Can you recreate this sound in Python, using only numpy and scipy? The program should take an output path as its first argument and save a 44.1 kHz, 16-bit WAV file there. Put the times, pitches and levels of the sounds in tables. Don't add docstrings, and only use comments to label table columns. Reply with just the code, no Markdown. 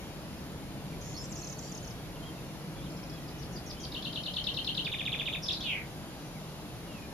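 import sys
import numpy as np
from scipy import signal
from scipy.io import wavfile
from scipy.ndimage import uniform_filter1d

SR = 44100
rng = np.random.default_rng(int(sys.argv[2]) if len(sys.argv) > 2 else 0)


def store_wav(level_fs):
    pcm = np.round(np.clip(np.atleast_2d(level_fs), -1, 1) * 32767)
    wavfile.write(sys.argv[1], SR, pcm.T.astype(np.int16))


N = 314433


def gain_of(db):
    return 10 ** (np.asarray(db) / 20)


def evened(x):
    return x / np.sqrt(np.mean(x ** 2) + 1e-20)


def add(mix, start_s, sound):
    part = mix[round(start_s * SR):][:len(sound)]
    part += sound[:len(part)]


def read(points, hz):
    point_hz, value = np.transpose(points)
    return np.interp(np.log(hz + 1), np.log(point_hz + 1), value)


# [frequency_hz, correlation 0-1]
LIKENESS = [(30, 0.14), (70, 0.72), (150, 0.98), (350, 0.96), (700, 0.85), (1400, 0.38), (3000, 0.48),
            (6000, 0.14), (12000, 0.12)]
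# [frequency_hz, lead_rad]
LEFT_LEAD = [(30, 0), (300, 0.39), (950, .5), (1900, 1), (4400, 2.5), (7800, 3.5), (14000, 4)]


def wash(spectrum, patchy_db):
    frames = N // 1024 + 5
    hz = np.fft.rfftfreq(4096, 1 / SR)
    a, b, c, d, patches = rng.standard_normal((5, len(hz), frames))
    patches = uniform_filter1d(patches, size=8, axis=0)
    patches = evened(uniform_filter1d(patches, size=8, axis=1))
    same = read(LIKENESS, hz)[:, None]
    left = a + 1j * b
    right = same * left + np.sqrt(1 - same ** 2) * (c + 1j * d)
    right = right * np.exp(-1j * read(LEFT_LEAD, hz))[:, None]
    level_db = read(spectrum, hz)[:, None] + patchy_db * patches
    noise = signal.istft(np.array([left, right]) * gain_of(level_db), nperseg=4096, noverlap=3072)[1]
    return evened(noise[:, :N]) * gain_of([[.3], [-.3]])


# [frequency_hz, density_db_per_hz]
RUMBLE_SPECTRUM = [(12, -44), (20, -14), (54, -4), (90, -8), (124, -4), (144, 1), (236, -8.5), (312, -6.5),
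                   (363, -13), (651, -14), (743, -17), (949, -18.5), (1700, -28), (1800, -30.5),
                   (2340, -35), (3960, -120)]
# [middle_s, half_width_s, change_db]
BASS_SWELLS = [(.1, 0.44, 0.3), (.85, 0.21, 1), (2.83, 0.15, 2), (3.5, 0.12, 1.5), (4.45, 0.34, -1),
               (6.3, 0.95, -2)]
# [frequency_hz, density_db_per_hz]
HISS_SPECTRUM = [(700, -10.5), (1500, -1.5), (2600, 0), (3800, -1.5), (5000, -3.5), (7200, -8),
                 (8700, -11.5), (10300, -5.5), (13300, -11), (14500, -16), (15700, -29)]
RUMBLE_DB, HISS_DB = -42, -51.5


def background():
    rumble = gain_of(RUMBLE_DB) * wash(RUMBLE_SPECTRUM, patchy_db=0.86)
    bass = signal.sosfiltfilt(signal.butter(2, 400, fs=SR, output="sos"), rumble)
    t = np.arange(N) / SR
    swell_db = sum(db * np.exp(-((t - s) / width) ** 2) for s, width, db in BASS_SWELLS)
    hiss = gain_of(HISS_DB) * wash(HISS_SPECTRUM, patchy_db=2.0)
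    return rumble + bass * (gain_of(swell_db) - 1) + hiss


def wobble(count, size):
    smooth = uniform_filter1d(rng.standard_normal(SR // 2), size)
    return evened(uniform_filter1d(smooth, size))[:count]


def whistle(hz, db, jitter=.008, octave_db=-32):
    turns = np.cumsum(hz * (1 + jitter * wobble(len(hz), size=40))) / SR
    tone = np.sin(2 * np.pi * turns) + gain_of(octave_db) * np.sin(2 * np.pi * 2 * turns)
    ends = signal.windows.tukey(len(hz), min(1, 80 / len(hz)))
    return np.sqrt(2) * gain_of(db) * tone * ends


SWAY_PER_S = .7


def foliage(x, t60, build_s):
    t = np.arange(SR // 2) / SR
    turn = 2 * np.pi * SWAY_PER_S * np.arange(N) / SR
    out = np.zeros((2, N))
    for share in (np.cos(turn), np.sin(turn)):
        taps = rng.choice([-1., 1.], (2, len(t)))
        taps *= rng.random((2, len(t))) < 2000 / SR
        taps *= gain_of(-60 * t / t60) * (1 - np.exp(-t / build_s))
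        taps /= np.linalg.norm(taps, axis=1, keepdims=True)
        out += signal.oaconvolve((share * x)[None], taps, axes=1)[:, :N]
    return out


# [start_s, length_s, from_hz, to_hz, mid_arch_hz, level_db]
FAR_CHIRPS = [ (.925, 0.02, 2600, 1900, 0, -56), (2.155, .02, 3280, 2600, 0, -56),
              (2.224, 0.021, 3150, 3160, 0, -54), (2.254, 0.046, 3250, 3090, 80, -55),
              (2.38, 0.024, 2620, 2520, 90, -57), (2.49, .022, 2380, 2400, 0, -62),
              (2.757, 0.02, 3470, 3330, 0, -58), (2.781, .02, 3450, 3100, 110, -59),
              (2.809, 0.048, 3150, 3770, 167, -60.5), (2.859, 0.016, 3600, 3000, -60, -57),
              (3.112, 0.082, 3300, 3150, 128, -61.5), (3.768, .022, 3040, 3080, 0, -57),
              (3.795, 0.066, 3280, 3100, 0, -55.5), (6.349, .04, 2380, 2040, 0, -59.5),
              (6.875, 0.05, 2900, 2740, 30, -57), (6.938, 0.06, 2720, 2430, 30, -57.5),
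              (7.023, .04, 2480, 2390, 0, -56)]
FAR_RISE_DB, FAR_WAVER_DB = 0.5, 1.3


def far_birds():
    voice = np.zeros(N)
    for start_s, length_s, from_hz, to_hz, arch_hz, level_db in FAR_CHIRPS:
        u = np.linspace(0, 1, round(length_s * SR))
        hz = from_hz + (to_hz - from_hz) * u + arch_hz * np.sin(np.pi * u)
        db = level_db + FAR_RISE_DB * (u - .5) + FAR_WAVER_DB * wobble(len(u), size=400)
        add(voice, start_s, whistle(hz, db, jitter=.011))
    return voice + gain_of(-5) * foliage(voice, t60=0.19, build_s=0.0045)


def follow(rows):
    s, *columns = np.transpose(rows)
    t = np.arange(s[0], s[-1] + 4 / SR, 1 / SR)
    return s[0], [np.interp(t, s, c) for c in columns]


NOTE_STRETCH, NOTE_BEND = .05, .011


def notes(path, rows, jitter=0.0074, shimmer_db=1.17):
    out = np.zeros(N)
    for time_s, level_db, pitch in rows:
        stretch = 1 + NOTE_STRETCH * rng.uniform(-1, 1)
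        lead_s, (hz, db) = follow(np.array(path) * [stretch, 1, 1])
        hz = hz * pitch * (1 + NOTE_BEND * wobble(len(hz), size=400))
        db = db + level_db + shimmer_db * wobble(len(db), size=150)
        add(out, time_s + lead_s, whistle(hz, db, jitter))
    return out


def flutter(hz, db, rate, swing, sharp, uneven, jitter, ragged_db):
    turns = np.cumsum(rate * (1 + uneven * wobble(len(hz), size=120))) / SR
    cycle = turns % 1
    strength = rng.standard_normal(size=200)[turns.astype(int)]
    throb = evened(np.sin(np.pi * cycle) ** sharp * gain_of(ragged_db * strength))
    return throb * whistle(hz * (1 + swing * (.5 - cycle)), db, jitter * np.sqrt(swing))


def buzzes(rows, sharp, uneven, jitter, attack_s, release_s, ragged_db):
    out = np.zeros(N)
    for start_s, length_s, from_hz, to_hz, level_db, rate, swing in rows:
        t = np.arange(0, length_s, 1 / SR)
        envelope = np.clip(np.minimum(t / attack_s, (length_s - t) / release_s), 0, 1)
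        hz = np.linspace(from_hz, to_hz, len(t))
        buzz = flutter(hz, level_db, rate, swing, sharp, uneven, jitter, ragged_db)
        add(out, start_s, envelope * buzz)
    return out


# [start_s, length_s, from_hz, to_hz, level_db, flutters_per_s, swing_share]
TWITTER_BUZZES = [ (1.009, 0.14, 6350, 6550, -54.5, 95, 0.29), (1.009, 0.14, 5400, 5450, -60, 87, .14),
                  (1.045, .092, 7150, 7200, -61, 87, .08), (1.14, .04, 4330, 4450, -52.5, 100, 0.14),
                  (1.151, 0.056, 6270, 6500, -55.5, 105, 0.21), (1.163, 0.019, 5400, 5300, -48, 110, 0.18),
                  (1.177, 0.056, 5300, 5320, -48.5, 134, 0.15), (1.205, 0.035, 7000, 7300, -56.5, 150, .16),
                  (1.238, 0.02, 7400, 7350, -51, 150, 0.071), (1.235, .029, 5900, 5600, -51.5, 72, 0.47),
                  (1.292, .025, 7350, 7650, -53.5, 78, .14), (1.363, 0.044, 5850, 5750, -49.5, 157, 0.3),
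                  (1.366, .042, 7200, 7350, -54, 157, .1), (1.597, 0.11, 7180, 7300, -56.5, 86, .16),
                  (1.621, 0.068, 5830, 5820, -53, 97, .55), (1.621, 0.092, 4450, 4780, -56, 86, .1)]
# [first_s, last_s, level_db, pitch_factor]
ZIP_BURSTS = [(1.324, 1.358, -39, 0.98), (1.418, 1.526, -38.5, 0.98), (1.590, 1.590, -38.5, .98),
              (1.722, 1.777, -40.5, .98), (1.848, 1.906, -44, 0.92)]
# [time_s, pitch_hz, level_db]
ZIP_PATH = [(-.009, 7500, -11), (-.003, 6790, -14), (0, 6510, 0), (.003, 5650, -8), (.0065, 4950, -12)]
CHIP_PATH = [(-.006, 4500, -11), (0, 4280, -3), (.006, 4350, -15)]
# [time_s, level_db, pitch_factor]
CHIPS = [(1.344, -53, .99), (1.432, -45, 1), (1.459, -51, 1.9), (1.486, -49, 1.8), (1.511, -52, 1.6),
         (1.565, -51, 1.03), (1.577, -51, 1.04), (1.759, -51, 1.14), (1.79, -51, 1.1), (1.831, -45, 1.6)]
ZIP_GAP_S = .028


def twitter():
    zips = []
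    for first_s, last_s, level_db, pitch in ZIP_BURSTS:
        count = 1 + round((last_s - first_s) / ZIP_GAP_S)
        zips += [(s, level_db, pitch) for s in np.linspace(first_s, last_s, count)]
    voice = notes(ZIP_PATH, zips, jitter=0.011) + notes(CHIP_PATH, CHIPS, jitter=0.023)
    voice += buzzes(TWITTER_BUZZES, sharp=3.2, uneven=.025, jitter=.05,
                    attack_s=.004, release_s=.005, ragged_db=1.2)
    scatter = gain_of(-2.5) * foliage(voice, t60=0.034, build_s=0.001)
    scatter += gain_of(-5.5) * foliage(voice, t60=0.26, build_s=.004)
    return voice * gain_of([[-3.2], [-1]]) + scatter


# [delay_s, left_db, right_db]
BRANCH_ECHOES = [(.0037, -9, -4), (0.0199, -14, -16), (0.0228, -10.5, -11), (.0255, -16, -16),
                 (0.0309, -8, -23)]


def outdoors(x, left_db, right_db, leaves_db, echo_db, leaf_hz=2400):
    out = x * gain_of([[left_db], [right_db]])
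    bright = signal.sosfilt(signal.butter(2, leaf_hz, "high", fs=SR, output="sos"), x)
    for delay_s, echo_left_db, echo_right_db in BRANCH_ECHOES:
        add(out[0], delay_s, gain_of(echo_db + echo_left_db) * bright)
        add(out[1], delay_s + .0001, gain_of(echo_db + echo_right_db) * bright)
    out = out + gain_of(leaves_db) * foliage(bright, t60=.18, build_s=.008)
    return out + gain_of(-18) * foliage(bright, t60=.38, build_s=.02)


def series(count, start_s, first_gap_s, last_gap_s, first_db, last_db, pitch,
           sag=0, stray=0.0038, stray_db=0.5):
    gaps_s = np.linspace(first_gap_s, last_gap_s, count - 1)
    times_s = start_s + np.append(0, np.cumsum(gaps_s))
    loud, high = rng.standard_normal((count, 2)).T
    levels_db = np.linspace(first_db, last_db, count) + stray_db * loud
    pitches = pitch * (1 - np.linspace(0, sag, count) + stray * high)
    return list(zip(times_s, levels_db, pitches))


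def before(rows, lead_s, db, pitch):
    return [(s - lead_s, level_db + db, factor * pitch) for s, level_db, factor in rows]


WARM_UP = dict(count=4, start_s=2.906, first_gap_s=.065, last_gap_s=.0655, first_db=-48.5, last_db=-46, pitch=1)
# [time_s, pitch_hz, level_db]
FLICK_PATH = [(-.007, 5500, -12), (-.0035, 5350, -1), (-.001, 4750, -6), (0, 5650, -8), (.002, 5300, 0),
              (.005, 4650, -5)]
SLUR_PATH = [(-.021, 5510, -20), (-.014, 4970, -3), (-.006, 4650, 1.5), (-.002, 4900, -13)]
SIGH_PATH = [(-.006, 7420, -7), (0, 6570, 0.5), (.006, 6500, -9), (.022, 6550, -4), (.03, 6150, -12)]
UNDERSIGH_PATH = [(-.004, 5430, -10), (0, 5630, -3), (.013, 6100, 2.5), (.026, 5900, -12)]
TICK_PATH = [(-.005, 5810, -15), (-.002, 5293, -2.5), (.0005, 4730, -0.5), (.002, 3600, 0),
             (.005, 2750, -14)]
# [time_s, level_db, pitch_factor]
SLURS = [(3.148, -52, 1.07), (3.224, -57, 1.25), (3.291, -51, 1.05), (3.435, -49, 1), (3.575, -44, 1),
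         (3.712, -41, 1.03), (3.85, -39.5, 0.99)]
TICKS = [(3.29, -45.5, 1), (3.434, -45.5, 0.97), (3.575, -43.5, 0.99), (3.712, -39.5, 1), (3.852, -37.5, 1)]
SIGH_LEAD_S = .047


def opening():
    sighs = before(TICKS[1:], SIGH_LEAD_S, db=-10.5, pitch=0.97)
    out = notes(FLICK_PATH, series(**WARM_UP), jitter=.04)
    out += notes(SIGH_PATH, sighs, jitter=0.0304) + notes(UNDERSIGH_PATH, sighs, jitter=.02)
    return out + notes(SLUR_PATH, SLURS, jitter=0.027) + notes(TICK_PATH, TICKS, jitter=0.042)


# [time_s, pitch_hz, level_db]
HOOK_PATH = [(-.002, 4560, -1), (.001, 3470, 3), (.0045, 4130, 5), (.008, 4500, -15), (.02, 4350, -2)]
DIP_PATH = [(-.007, 4457, -16), (-.002, 4107, -5.5), (.0015, 3645, 3), (.005, 3066, -6.5), (.008, 2740, -6),
            (.0135, 2667, -19), (.018, 2890, 3), (.0215, 3040, -8), (.0275, 3170, -4), (.034, 3150, -19)]
HIGH_ECHO_PATH = [(.006, 4450, -23), (.018, 4270, -15), (.026, 4150, -17), (.055, 4180, -29)]
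LATE_ECHO_PATH = [(.047, 3080, -20), (.051, 3136, -11), (.055, 3200, -10), (.059, 3150, -22)]
# [time_s, level_db, pitch_factor]
CHINKS = [(3.921, -41, 0.99), (4.0255, -40.5, 0.95), (4.1305, -39.5, 0.93), (4.2355, -40, .98),
          (4.3392, -39, 0.94), (4.443, -36, 0.99), (4.544, -38.5, 1), (4.6473, -36, 1),
          (4.7495, -35.5, 0.95)]
DIPS = [(3.9474, -32.5, 1), (4.053, -30.5, 1), (4.158, -30, 1), (4.263, -30, 1), (4.367, -28, 1),
        (4.4704, -27.5, 1), (4.572, -27.5, 1), (4.674, -27.5, 1), (4.777, -26.5, .99)]
LINK = [(4.85, -36.5, 0.91)]


def first_run():
    chinks = notes(TICK_PATH, CHINKS + LINK, jitter=0.018)
    chinks += gain_of(-2) * notes(HOOK_PATH, CHINKS, jitter=0.034)
    dips = notes(DIP_PATH, DIPS) + notes(HIGH_ECHO_PATH, DIPS, jitter=0.036)
    return chinks + dips + notes(LATE_ECHO_PATH, DIPS)


# [time_s, pitch_hz, level_db]
JANGLE_PATH = [(-.003, 4260, -14), (0, 3670, -6.5), (.0035, 2830, -7.5), (.006, 3130, -17),
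               (.0095, 3507, 2.5), (.0135, 3865, -13), (.0155, 3555, -5.5), (.0185, 2720, -3),
               (.0205, 2620, -7.5), (.026, 2372, 0), (.0285, 2014, -15), (.033, 1550, -18)]
CLINK_PATH = [(.028, 3550, -9), (.0315, 3450, -7), (.035, 3300, -35)]
# [time_s, level_db, pitch_factor]
JANGLES = [(4.85, -28.5, 1), (4.9191, -28.5, 1), (4.9873, -29, 0.98), (5.0544, -28, 0.99),
           (5.121, -27.5, 0.99), (5.1896, -28, 0.98), (5.2582, -27, 0.99), (5.328, -27.5, 1)]


def second_run():
    return notes(JANGLE_PATH, JANGLES) + notes(CLINK_PATH, JANGLES, jitter=0.027)


# [start_s, length_s, from_hz, to_hz, level_db, flutters_per_s, swing_share]
FLOURISH_BUZZES = [ (5.421, .012, 5450, 5400, -42, 290, .24), (5.43, .027, 5380, 5100, -35, 290, 0.26),
                   (5.456, 0.023, 4950, 4820, -43, 180, .36), (5.456, 0.016, 3600, 3480, -41, 130, 0.18),
                   (5.505, 0.0153, 3590, 3840, -25.5, 300, 0.12),
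                   (5.538, 0.018, 3850, 3870, -34, 330, 0.24), (5.557, .028, 3850, 3950, -41.5, 220, .24),
                   (5.538, 0.024, 4800, 4650, -45, 150, 0.32), (5.613, .022, 3750, 3720, -40, 200, 0.23),
                   (5.614, 0.041, 4650, 4140, -44, 160, 0.32)]
# [time_s, pitch_hz, level_db]
WHIP_PATH = [(-.003, 2200, -6), (-.001, 3220, -8), (0, 5100, 0), (.003, 6900, -6)]
SWOOP_PATH = [(-.003, 5630, -13), (0, 5070, -7), (.002, 4450, -10), (.0045, 3860, -0.5), (.008, 3580, 0),
              (.014, 3350, -5), (.019, 2570, -9), (.022, 2300, -19)]
DROP_PATH = [(-.005, 6200, -14), (-.0015, 5440, -1), (.002, 4950, 2), (.0042, 4030, 1), (.007, 3200, -7),
             (.0105, 2350, -9)]
RISE_PATH = [(-.003, 3400, -10), (0, 3680, 0), (.003, 3850, -6), (.006, 4300, -4)]
# [time_s, level_db, pitch_factor]
WHIPS = [(5.471, -41, 1), (5.5205, -36, 1), (5.606, -39, 1)]
SWOOPS = [(5.482, -25.5, 0.98)]
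DROPS = [(5.532, -32, 0.97)]
RISES = [(5.61, -33, 0.93)]


def flourish():
    out = notes(SWOOP_PATH, SWOOPS, jitter=.015) + notes(RISE_PATH, RISES, jitter=.02)
    out += notes(DROP_PATH, DROPS, jitter=.025) + notes(WHIP_PATH, WHIPS, jitter=0.027)
    return out + buzzes(FLOURISH_BUZZES, sharp=1.7, uneven=.15, jitter=.06,
                        attack_s=.005, release_s=0.0074, ragged_db=1.5)


# [time_s, pitch_hz, flutters_per_s, level_db]
WHEEZE_CURVE = [(5.634, 3080, 380, -43), (5.658, 2930, 370, -35.5), (5.69, 2737, 375, -33.5),
                (5.72, 2500, 320, -33.5), (5.738, 2350, 314, -34), (5.76, 2200, 160, -37)]
VOICE_GAP_HZ, WHEEZE_SWING = 557, 0.072
UPPER_DB, UPPER_FADE_DB_PER_S = -0.5, 51


def wheeze():
    out = np.zeros(N)
    start_s, (hz, rate, db) = follow(WHEEZE_CURVE)
    upper_db = UPPER_DB - UPPER_FADE_DB_PER_S * np.arange(len(db)) / SR
    for voice_hz, voice_db in [(hz, db), (hz + VOICE_GAP_HZ, db + upper_db)]:
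        voice = flutter(voice_hz, voice_db, rate, WHEEZE_SWING,
                        sharp=1.8, uneven=.08, jitter=.045, ragged_db=2.4)
        add(out, start_s, voice)
    return out


# [time_s, pitch_hz, level_db]
PIP_PATH = [(-.0025, 2750, -15), (0, 2360, 2), (.001, 2200, -9), (.003, 1750, -5)]
PIP_RUN = dict(count=7, start_s=5.7655, first_gap_s=0.0095, last_gap_s=.0115, first_db=-30, last_db=-38.5, pitch=.99, sag=.08, stray=0.017)


def pips():
    return notes(PIP_PATH, series(**PIP_RUN))


def bunting():
    start = outdoors(opening() + first_run(), left_db=-2.1, right_db=-8.5, leaves_db=-6.5, echo_db=-2.0)
    jangle = outdoors(second_run(), left_db=-4.0, right_db=-2.0, leaves_db=-6.5, echo_db=-2.5, leaf_hz=2160)
    flurry = outdoors(flourish(), left_db=-3.0, right_db=-6, leaves_db=-6.0, echo_db=-3)
    ending = outdoors(wheeze() + pips(), left_db=-5.0, right_db=-3.5, leaves_db=-6.5, echo_db=-1.5, leaf_hz=1900)
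    return start + jangle + flurry + ending


def scene():
    return background() + far_birds() + twitter() + bunting()


NOTCH_HZ, EDGE_HZ = (7680, 8530), 15700


def record(dry):
    notched = signal.sosfilt(signal.butter(3, NOTCH_HZ, "bandstop", fs=SR, output="sos"), dry)
    low_pass = signal.firwin(511, EDGE_HZ, window=("kaiser", 9), fs=SR)
    return signal.oaconvolve(notched, low_pass[None], "same")


dry = scene()
out = record(dry)
store_wav(out)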